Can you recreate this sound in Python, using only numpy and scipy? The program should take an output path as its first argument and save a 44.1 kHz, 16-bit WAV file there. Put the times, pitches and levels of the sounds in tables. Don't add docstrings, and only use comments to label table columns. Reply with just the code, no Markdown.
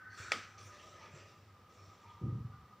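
import sys
import numpy as np
from scipy import signal
from scipy.fft import rfft, irfft, next_fast_len
from scipy.io import wavfile
from scipy.ndimage import map_coordinates

SR = 44100
rng = np.random.default_rng(int(sys.argv[2]) if len(sys.argv) > 2 else 0)


def bounce(signal):
    frames = np.transpose(np.atleast_2d(signal))
    limited = np.clip(frames, -1, 1)
    pcm = np.round(limited * 32767).astype(np.int16)
    wavfile.write(sys.argv[1], SR, pcm)


N = 123479
T = np.arange(N) / SR
FREQS = np.maximum(np.fft.rfftfreq(N, 1 / SR), 1)

# (pitch [Hz], glide [Hz/s], base level [dB], level slope [dB/s])
GEAR_TONES = [(1275, -8, -63.5, -2.5), (1226, -8, -68.5, 1.3), (789, -3, -81.5, 2), (1009, -5, -78, 0.5),
              (1958, -8, -91.5, 3)]
# (time [s], gain [dB])
WHINE_GAIN = [(0, -0.5), (.7, 2.5), (.82, 1.5), (.85, 5.5), (.9, 0.5), (1.05, 5.5), (1.1, -4), (1.38, 1.5),
              (1.44, -17), (1.5, -5), (1.73, -1.5), (1.765, -4.5), (1.81, -1), (1.96, 3), (2.02, -1),
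              (2.1, 1.5), (2.33, 4.5), (2.44, -1.5), (2.55, 2.5), (2.8, -3.5)]
# (frequency [Hz], relative level [dB])
CLOTH_SPECTRUM = [(200, -18), (700, -14), (1100, -9.5), (1700, 1), (2400, 2.5), (3100, -4), (3450, -1.5),
                  (4050, -2.5), (4500, -4.5), (5200, -3.5), (6000, 0.5), (6600, -11), (7400, -4.5),
                  (8300, -21), (9600, -17), (10700, -35), (14000, -30.5), (15200, -24)]
# (start [s], length [s], attack [s], level [dB], tilt [dB/octave], fold level [dB])
CLOTH_STROKES = [(0.094, 0.19, 0.072, -62.5, 5, -80), (0.173, 0.061, 0.0032, -55, -0.5, -61.5),
                 (0.246, 0.19, 0.023, -56, -4, -69), (0.572, 0.098, 0.011, -60.5, 3, -65),
                 (0.684, 0.14, 0.066, -60, -2, -65), (0.806, 0.12, 0.026, -68, 3.5, -66),
                 (0.916, 0.16, 0.028, -60, -4, -61.5), (1.078, 0.13, 0.077, -60, -3, -60.5),
                 (1.244, 0.073, .025, -67, -0.5, -69), (1.678, 0.24, 0.036, -70, 1.5, -67),
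                 (1.924, .22, 0.021, -71, -2, -75)]
# (centre [Hz], width [Hz], relative level [dB])
FOLD_RESONANCES = [(397, 150, -3.5), (598, 90, -5)]
# (start [s], length [s], attack [s], centre [Hz], width [Hz], level [dB])
RUB_SWISHES = [(-.03, 0.28, 0.032, 1547, 89, -56.5), (-.03, 0.27, .02, 1810, 290, -63),
               (0.085, 0.23, 0.042, 4360, 240, -67), (0.169, 0.17, 0.011, 1404, 400, -52),
               (0.158, 0.11, 0.027, 7530, 900, -64.5), (0.572, .04, .008, 5910, 250, -71),
               (0.61, 0.029, .03, 8900, 1110, -71.5), (0.657, 0.034, .025, 1540, 353, -64),
               (0.7, 0.21, 0.012, 587, 61.4, -67), (0.76, 0.083, .03, 2820, 650, -66.5),
               (0.967, 0.046, 0.046, 930, 160, -62), (1.17, 0.063, .03, 2700, 706, -67),
               (1.70, 0.19, 0.078, 5500, 550, -74.5), (2.024, 0.1, 0.026, 960, 70, -62),
               (2.072, 0.032, .02, 3130, 450, -70), (2.505, 0.042, 0.022, 1432, 49.5, -67)]
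# (time [s], level [dB])
CLICK_CONTACTS = [(.3191, -32.5), (.31955, -26), (.32045, -38.5)]
# (frequency [Hz], relative level [dB], T60 [s])
PART_MODES = [(496, -24.5, 0.054), (690, -12, 0.02), (853, -21, 0.073), (1260, -15.5, 0.28),
              (1760, -18, 0.036), (1900, -3, .03), (2240, 1.5, 0.01), (2560, -5, 0.01), (3370, -10, 0.045),
              (4770, -6.5, 0.015), (5300, -4, 0.0054), (7540, -18, 0.025), (8800, -19, 0.0031)]
# (frequency [Hz], relative level [dB])
ECHO_SPECTRUM = [(100, -31), (200, -12), (300, -18), (480, -1.5), (750, -7), (1080, -7.5), (1270, 11),
                 (1500, -7), (2200, 2), (3000, -3), (3400, -5.5), (4100, -10), (4800, -6.5), (6100, -10),
                 (6600, -19), (7500, -11.5), (8200, -22.5), (9500, -25), (11000, -42), (14000, -37),
                 (15200, -29)]
# (time [s], level [dB], pitch [Hz])
SOFT_BLOWS = [(.197, -42, 96), (0.282, -51, 105), (0.654, -52, 98), (1.134, -48, 145), (1.421, -51.5, 96),
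              (1.874, -49, 93.5), (2.212, -38, 138), (2.2342, -26, 120), (2.262, -36.5, 144),
              (2.281, -28.5, 110.3), (2.322, -28.5, 118), (2.35, -34, 130), (2.381, -41.5, 168),
              (2.403, -34, 103), (2.446, -32.5, 111), (2.496, -39, 106), (2.536, -44, 108),
              (2.584, -45.5, 84), (2.624, -48.5, 77.6)]
# (frequency [Hz], relative level [dB])
SCUFF_SPECTRUM = [(25, -16), (50, -17), (80, 1), (140, -2), (225, 0.5), (280, -7), (350, -8.5),
                  (500, -16.5), (620, -30.5), (1000, -69)]
# (frequency [Hz], relative level [dB])
ROOM_SPECTRUM = [(25, -12), (50, -14), (75, -0.5), (140, -5), (200, -5), (300, -12.5), (520, -11.5),
                 (650, -19), (800, -15), (1080, -16), (1550, -17.5), (2300, -22), (4200, -27.5),
                 (5800, -28.5), (6600, -36), (7400, -33.5), (8500, -40.5), (13800, -41.5), (15200, -32)]
# (frequency [Hz], relative level [dB])
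HISS_SPECTRUM = [(30, 11), (120, 4), (500, 10.5), (6000, 5.5), (9000, -8.5), (13800, -0.5), (15200, -5)]


def motor_hum(hz=99.6, db=-63, waver=0.0184, flutter_db=5.5):
    phase = 2 * np.pi * np.cumsum(hz * (1 + waver * walk(12))) / SR
    return undb(db) * unit(np.sin(phase) * undb(flutter_db * walk(14.7)))


def gear_whine(waver=0.017, swell_db=2, rattle_depth=0.6):
    whine = np.zeros(N)
    for hz, glide, db, slope in GEAR_TONES:
        pitch = (hz + glide * T) * (1 + waver * walk(45.2))
        mesh_phase = 2 * np.pi * np.cumsum(pitch) / SR
        load = undb(swell_db * walk(24))
        rattle = 1 + rattle_depth * walk(100)
        whine += undb(db + slope * T) * unit(load * rattle * np.cos(mesh_phase))
    return whine * undb(np.interp(T, *np.array(WHINE_GAIN).T))


def clothes(grain=0.26):
    rustle = np.zeros(N)
    fibres = shifting_cloth(noise() * np.exp(grain * walk(630)))
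    push = noise()
    folds = drifting(sum(undb(db) * band(push, hz, width) for hz, width, db in FOLD_RESONANCES))
    for start, length, attack, db, tilt, fold_db in CLOTH_STROKES:
        stroke = undb(db) * colour(fibres, CLOTH_SPECTRUM, tilt) + undb(fold_db) * folds
        rustle += swell(start, length, attack) * np.roll(stroke, rng.integers(N))
    for start, length, attack, hz, width, db in RUB_SWISHES:
        rustle += swell(start, length, attack) * undb(db) * drifting(band(noise(), hz, width))
    return in_room(rustle, wet_db=-3)


def shifting_cloth(x, bands=26, depth_db=4, rate_hz=12):
    spectrum = rfft(x)
    place = np.interp(np.log(FREQS), np.log([600, 11000]), [0, bands - 1])
    patches = (irfft(spectrum * np.maximum(1 - abs(place - k), 0), N) for k in range(bands))
    return sum(patch * undb(depth_db * walk(rate_hz)) for patch in patches)


def drifting(x, share=0.014, rate_hz=7):
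    return map_coordinates(x, [np.cumsum(1 + share * walk(rate_hz))], mode="mirror")


def click():
    ring = np.zeros(N)
    for start, db in CLICK_CONTACTS:
        for hz, mode_db, t60 in PART_MODES:
            ring += undb(db + mode_db) * decay(start, t60) * np.sin(2 * np.pi * hz * (T - start))
    radiated = signal.butter(4, [390, 10200], "band", fs=SR, output="sos")
    onset = CLICK_CONTACTS[0][0]
    early = undb(-31) * decay(onset, t60=0.038)
    late = undb(-37.5) * decay(onset, t60=0.36)
    low_room = undb(-57.5) * swell(onset, length=0.055, attack=0.028) * band(noise(), 259, width_hz=130)
    return signal.sosfilt(radiated, ring) + (early + late) * colour(noise(), ECHO_SPECTRUM) + low_room


def bumps(rise_s=0.0052, t60=0.12):
    thuds = np.zeros(N)
    for start, db, hz in SOFT_BLOWS:
        age = np.maximum(T - start, 0)
        rise = np.sin(np.pi / 2 * np.minimum(age / rise_s, 1)) ** 2
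        thuds -= undb(db) * rise * fade(start + rise_s, t60) * np.sin(2 * np.pi * hz * age)
    return in_room(thuds, wet_db=-13.5)


def scuffing(start=2.21, rise_s=0.016, hold_s=0.061, t60=0.68, db=-43):
    rise = np.clip((T - start) / rise_s, 0, 1)
    return undb(db) * rise * fade(start + hold_s, t60) * colour(noise(), SCUFF_SPECTRUM)


def walls(x, t60=0.95):
    tail = noise() * decay(0, t60)
    return signal.fftconvolve(x, tail / np.linalg.norm(tail))[:N]


def in_room(x, wet_db):
    return (x + undb(wet_db) * walls(x)) / np.hypot(1, undb(wet_db))


def room_tone(db=-64.5):
    return undb(db) * colour(noise(), ROOM_SPECTRUM)


def undb(db):
    return 10 ** (np.asarray(db) / 20)


def unit(x):
    return x / np.sqrt(np.mean(x ** 2))


def noise():
    return rng.standard_normal(N)


def colour(x, points, tilt_db=0):
    hz, db = np.array(points).T
    octave = np.log2(FREQS)
    gain = undb(np.interp(octave, np.log2(hz), db) + tilt_db * octave)
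    return unit(irfft(rfft(x) * gain, N))


def band(x, hz, width_hz):
    size = next_fast_len(N)
    freqs = np.maximum(np.fft.rfftfreq(size, 1 / SR), 1)
    detune = (freqs ** 2 - hz ** 2) / (freqs * width_hz)
    return unit(irfft(rfft(x, size) / (1 + detune ** 2 / 4) ** 2, size)[:N])


def walk(rate_hz):
    size = next_fast_len(N)
    hz = np.fft.rfftfreq(size, 1 / SR)
    return unit(irfft(rfft(noise(), size) * np.exp(-(hz / rate_hz) ** 2), size)[:N])


def fade(start, t60):
    return np.exp(-np.log(1000) * np.maximum(T - start, 0) / t60)


def decay(start, t60):
    return (T >= start) * fade(start, t60)


def swell(start, length, attack, release=0.031):
    return np.clip((T - start) / attack, 0, 1) * np.exp(-np.maximum(T - start - length, 0) / release)


def low_cut(x, hz):
    return signal.sosfilt(signal.butter(2, hz, "high", fs=SR, output="sos"), x)


def scene():
    mid = motor_hum() + gear_whine() + room_tone() + clothes() + click() + bumps() + scuffing()
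    wall_spread = undb(-35.5) * walls(low_cut(mid, hz=360))
    hiss = undb(-80) * colour(noise(), HISS_SPECTRUM)
    side = wall_spread + hiss
    return np.array([mid + side, mid - side])


def record(dry):
    low_hz, top_hz = 59.5, 15500
    top_cut = signal.ellip(10, 0.2, 70, top_hz, fs=SR, output="sos")
    return signal.sosfilt(top_cut, low_cut(dry, low_hz))


dry = scene()
out = record(dry)
bounce(out)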